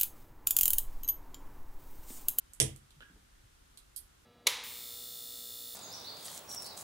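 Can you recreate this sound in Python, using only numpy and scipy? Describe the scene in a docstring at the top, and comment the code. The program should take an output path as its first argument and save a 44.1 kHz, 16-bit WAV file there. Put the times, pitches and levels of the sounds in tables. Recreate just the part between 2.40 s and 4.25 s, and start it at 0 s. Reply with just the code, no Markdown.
"""A small furnished room; a wax-sealed bottle stands on a table, close right of the microphone pair.
A metal opener bites on the seal and slips off with one sharp snap: the wax cracks, the steel rings
and the jolt thumps the table. The opener ticks lightly on the seal before and after, with soft hollow
knocks and dull handling bumps between. The room answers snap, ticks and knocks, over noise and hiss."""
import sys
import numpy as np
from scipy import signal
from scipy.fft import rfft, irfft
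from scipy.io import wavfile

SR = 44100
rng = np.random.default_rng(int(sys.argv[2]) if len(sys.argv) > 2 else 0)


def generate_wav(signal):
    """Clip the signal to [-1, 1] and save it as 16-bit WAV at the path in sys.argv[1]."""
    frames = np.transpose(np.atleast_2d(signal))
    scaled = np.clip(frames, -1, 1) * 32767
    pcm = np.round(scaled).astype(np.int16)
    wavfile.write(sys.argv[1], SR, pcm)


N = 81585
TIME = np.arange(N) / SR
FREQS = np.fft.rfftfreq(2 * N, 1 / SR)

# The break, then the edge catching again. Each row: time after the snap in seconds, level in dB.
WAX_CRACKS = [(0, -23.5), (0.0261, -38.5)]
# Wax crack spectrum. Each row: frequency in Hz, relative density in dB.
CRACK_SPECTRUM = [(150, -8.5), (600, -14), (1100, -26.5), (2000, -7), (2600, -8), (3300, 0), (4200, -9),
                  (5600, -1), (7400, -2), (8500, 4.5), (10500, -1), (12000, -10), (15500, -36.5)]
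# Steel of the opener. Each row: frequency in Hz, relative level in dB.
OPENER_MODES = [(2907, -23), (3260, -9.5), (5400, -21), (7858, 3), (8304, -7), (8680, -2), (8913, -6),
                (9236, 1), (9730, -4), (9863, 17), (10120, 3), (10900, 3), (11130, -4), (13390, 2)]
# Bottle and table ringing. Each row: frequency in Hz, gain in dB, T60 in seconds, rise in seconds,
# L-R in dB.
BOTTLE_TABLE_MODES = [(32.4, -39, 0.45, 0.072, -4), (68.5, -32, 0.36, 0.054, 0),
                      (95.3, -27.5, 0.31, 0.058, 4.5), (209.5, -44, 0.49, 0.014, 1.5),
                      (324.8, -34, 0.27, 0.0218, -5), (426.3, -38, 0.23, 0.0059, 6),
                      (449.4, -34.5, 0.15, 0.011, -17.5), (502, -34, .15, 0.02, 0),
                      (652, -44.5, 0.16, 0.012, 16)]
# Thud spectrum. Each row: frequency in Hz, relative density in dB.
THUD_SPECTRUM = [(30, -50), (80, -16), (160, 4.5), (260, -0.5), (420, -1.5), (800, -12), (1500, -26)]
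# Opener on the seal. Each row: start in seconds, level in dB, click centre and width in Hz, body centre
# in Hz, body and neck gains in dB, scrape time in seconds, steel ring, room send and L-R in dB.
SEAL_TICKS = [(0.1348, -53, 8940, 3560, 4400, -24, -28, 0.0004, -26, -0.5, -8.5),
              (.3620, -56.5, 8770, 4060, 4400, -12, -19, 0.00033, -30, -4, -10),
              (0.5051, -65, 8600, 4000, 3900, 5.5, 6, .0015, -15, -1.5, -8),
              (1.3736, -55, 8900, 4500, 3930, 2, -15, 0.00074, -6, 0.5, -8),
              (1.562, -42.5, 10300, 4500, 4720, -9.5, -12.5, 0.0011, -6.5, 2, -8.5)]
# Hollow knocks. Each row: start in seconds, level in dB, pitch in Hz, T60 in seconds,
# click re ring in dB, L-R in dB.
HOLLOW_KNOCKS = [(0.6061, -57.5, 1480, 0.029, 2, -9), (0.6232, -54.5, 1635, 0.066, -7, -4),
                 (0.685, -64, 1654, 0.099, -5, -6)]
# Ring of a knock. Each row: ratio to the pitch, relative level in dB.
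HOLLOW_MODES = [(.94, -9), (0.999, -2.5), (1.8, -31), (2.04, -12.5)]
# Click of a knock. Each row: frequency in Hz, relative density in dB.
KNOCK_SPECTRUM = [(150, -3.5), (500, -5), (1000, -14.5), (1450, 8.5), (2200, -12), (3000, 1), (5000, -19),
                  (14000, -29)]
# Hand and bottle on the table. Each row: start in seconds, level in dB, centre and width in Hz,
# T60 in seconds.
TABLE_BUMPS = [(.563, -56.5, 128.4, 39.4, 0.13), (.606, -62, 258, 249, 0.23), (0.699, -57, 210, 110, 0.54),
               (0.758, -63.5, 343, 452, 0.15), (1.035, -58, 103, 45, 0.056)]
# Echoes off nearby surfaces. Each row: delay in seconds, gain in dB.
NEAR_ECHOES = [(.0064, -8), (.0072, -16.5), (.0084, -14.5), (0.0139, -7.5), (0.0173, -11.5), (.0247, -17.5),
               (.0270, -18.5)]
# Room noise and microphone hiss. Each row: frequency in Hz, relative density in dB.
FLOOR_SPECTRUM = [(12, -18), (20, -2), (33, 4.5), (80, -4), (178, -16), (367, -20), (445, -24.5),
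                  (511, -24), (603, -26.5), (1390, -20.5), (2340, -25.5), (3360, -24.5), (4690, -27.5),
                  (9370, -28.5), (15000, -37)]
# Stereo width of diffuse noise. Each row: frequency in Hz, side re mid in dB.
SIDE_SPECTRUM = [(30, -21.5), (120, -13), (300, 4.5), (700, 3), (3000, -1), (15000, 1)]

SNAP_S, CRACK_S, SNAP_RING_DB, SNAP_PAN_DB = .201, .00038, -7, -6.5
STEEL_T60_S = .1
BOOM_HZ, BOOM_DB, BOOM_T60_S, BOOM_BEAT_HZ = 132.4, -25, .37, 10.53
THUD_DB, THUD_T60_S, THUD_RISE_S, THUD_PAN_DB, THUD_SPREAD_DB = -34, .3, .011, -3, -.5
BODY_WIDTH_HZ, NECK_HZ, NECK_WIDTH_HZ = 1400, 3270, 370
TAIL_DB, TAIL_RISE_S, TAIL_T60_S, TREBLE_T60_S, TAIL_SPLIT_HZ = -1, .00067, .29, .2, 3450
LEFT_LAG_S, ECHO_SMEAR_S = .00015, .00016
FLOOR_DB, TOP_HZ = -63.5, 15500


def snap():
    """The opener breaks free of the wax with a bright crack, catches again faintly and rings briefly."""
    gain = curve(CRACK_SPECTRUM)
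    ringing = undb(SNAP_RING_DB) * steel(gain)
    cracks = 0
    for after_s, db in WAX_CRACKS:
        crack = unit(colour(contact(CRACK_S), gain))
        cracks += delay(level(crack + ringing, db), after_s)
    return delay(room(cracks, SNAP_PAN_DB), SNAP_S)


def contact(peak_s):
    """Tiny fractures in the wax: a noise burst that peaks and dies, spectrum flattened."""
    age = TIME / peak_s
    burst = unit(rng.standard_normal(N) * age * np.exp(-age))
    return colour(burst, 1 / (np.abs(rfft(burst, 2 * N)) + .1))


def steel(gain):
    """The opener rings; the contact spectrum weights its modes."""
    return unit(sum(undb(db) * np.interp(hz, FREQS, gain) * ring(hz, STEEL_T60_S)
                    for hz, db in OPENER_MODES))


def table_thump():
    """The jolt runs down the bottle: two close table modes beat, others ring, the room holds the thud."""
    boom = undb(BOOM_DB) * ring(BOOM_HZ, BOOM_T60_S) * np.sin(np.pi * BOOM_BEAT_HZ * TIME)
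    modes = sum(pan(pan_db) * undb(db) * ring(hz, t60_s) * swell(rise_s)
                for hz, db, t60_s, rise_s, pan_db in BOTTLE_TABLE_MODES)
    thud = diffuse_noise(THUD_SPECTRUM, THUD_SPREAD_DB) * swell(THUD_RISE_S) * fade(THUD_T60_S)
    return delay(boom + modes + pan(THUD_PAN_DB) * level(thud, THUD_DB), SNAP_S)


def ticks():
    """Steel touches the seal: thin click, bottle body and neck resonances, short opener ring."""
    out = 0
    for (start_s, db, hz, width_hz, body_hz, body_db, neck_db,
         scrape_s, ring_db, send_db, pan_db) in SEAL_TICKS:
        body = undb(body_db) * resonance(body_hz, BODY_WIDTH_HZ)
        neck = undb(neck_db) * resonance(NECK_HZ, NECK_WIDTH_HZ)
        gain = np.hypot(resonance(hz, width_hz), np.hypot(body, neck))
        tick = unit(colour(contact(scrape_s), gain)) + undb(ring_db) * steel(gain)
        out += delay(room(level(tick, db), pan_db, send_db), start_s)
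    return out


def knocks():
    """Soft knocks: a click plus a hollow ring whose upper modes die first."""
    out = 0
    for start_s, db, hz, t60_s, click_db, pan_db in HOLLOW_KNOCKS:
        hollow = sum(undb(mode_db) * ring(hz * ratio, t60_s / ratio) for ratio, mode_db in HOLLOW_MODES)
        click = colour(contact(peak_s=.00012), curve(KNOCK_SPECTRUM))
        knock = unit(hollow) + undb(click_db) * unit(click)
        out += delay(room(level(knock, db), pan_db), start_s)
    return out


def bumps():
    """Hand and bottle bump the table top: decaying noise through a low resonance."""
    out = 0
    for start_s, db, hz, width_hz, t60_s in TABLE_BUMPS:
        bump = colour(rng.standard_normal(N) * fade(t60_s), resonance(hz, width_hz))
        out += delay(level(bump, db), start_s)
    return out


def room(x, pan_db, send_db=0):
    """Direct sound, scattered near echoes and a short diffuse tail whose treble dies first."""
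    impulse = (TIME == 0) * 1.
    direct = np.array([delay(impulse, LEFT_LAG_S), impulse])
    smear = np.exp(-TIME[:256] / ECHO_SMEAR_S)
    near = np.zeros((2, N))
    for lag_s, db in NEAR_ECHOES:
        k = int(lag_s * SR)
        near[:, k:k + len(smear)] += undb(db) * unit(rng.standard_normal((2, len(smear))) * smear)
    noise = rng.standard_normal((2, N))
    low = irfft(rfft(noise, 2 * N) / (1 + (FREQS / TAIL_SPLIT_HZ) ** 4))[:, :N]
    tail = unit((low * fade(TAIL_T60_S) + (noise - low) * fade(TREBLE_T60_S)) * swell(TAIL_RISE_S))
    response = direct + undb(send_db) * (near + undb(TAIL_DB) * tail)
    return pan(pan_db) * signal.fftconvolve(x[None], response, axes=1)[:, :N]


def diffuse_noise(spectrum, spread_db=0):
    """Steady noise, alike on both sides in the bass, unrelated in the treble."""
    gain = curve(spectrum)
    mid = colour(rng.standard_normal(N), gain)
    side = colour(rng.standard_normal(N), gain * curve(SIDE_SPECTRUM)) * undb(spread_db)
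    return np.array([mid + side, mid - side]) / np.std(mid)


def undb(db):
    """Decibels to gain."""
    return 10 ** (np.asarray(db) / 20)


def unit(x):
    """Scale to unit energy."""
    return x / np.sqrt(np.sum(x ** 2, axis=-1, keepdims=True))


def level(x, db):
    """Scale to the energy of 10 ms at this RMS level."""
    return unit(x) * undb(db) * np.sqrt(SR / 100)


def fade(t60_s):
    """Exponential decay."""
    return np.exp(-np.log(1000) * TIME / t60_s)


def swell(rise_s):
    """Rise from 0 to 1."""
    return 1 - np.exp(-TIME / rise_s)


def ring(hz, t60_s):
    """One struck mode."""
    return np.sin(2 * np.pi * hz * TIME) * fade(t60_s)


def curve(points):
    """Gain per frequency from (Hz, dB) points."""
    hz, db = np.array(points, float).T
    return undb(np.interp(np.log(FREQS + 1), np.log(hz), db))


def resonance(hz, width_hz):
    """Gain of two equal band-passes in series, each width_hz wide."""
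    detune = ((FREQS + 1) ** 2 - hz ** 2) / ((FREQS + 1) * width_hz)
    return 1 / (1 + detune ** 2)


def colour(x, gain):
    """Minimum-phase filter with these gains."""
    cepstrum = irfft(np.log(gain + 1e-9))
    cepstrum[1:N] *= 2
    cepstrum[N + 1:] = 0
    return irfft(rfft(x, 2 * N) * np.exp(rfft(cepstrum)))[..., :N]


def delay(x, lag_s):
    """Shift later, keeping N samples."""
    k = round(lag_s * SR)
    return np.concatenate([np.zeros(x.shape[:-1] + (k,)), x[..., :N - k]], axis=-1)


def pan(db):
    """Left and right gains from L-R in dB."""
    return undb(np.array([[db], [-db]]) / 2)


def scene():
    """Opener, bottle and table over room noise and hiss."""
    events = snap() + table_thump() + ticks() + knocks() + bumps()
    return events + undb(FLOOR_DB) * diffuse_noise(FLOOR_SPECTRUM)


def record(dry):
    """Steep low-pass on the top treble."""
    return signal.sosfilt(signal.ellip(10, .2, 80, TOP_HZ, fs=SR, output="sos"), dry)


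dry = scene()
out = record(dry)
generate_wav(out)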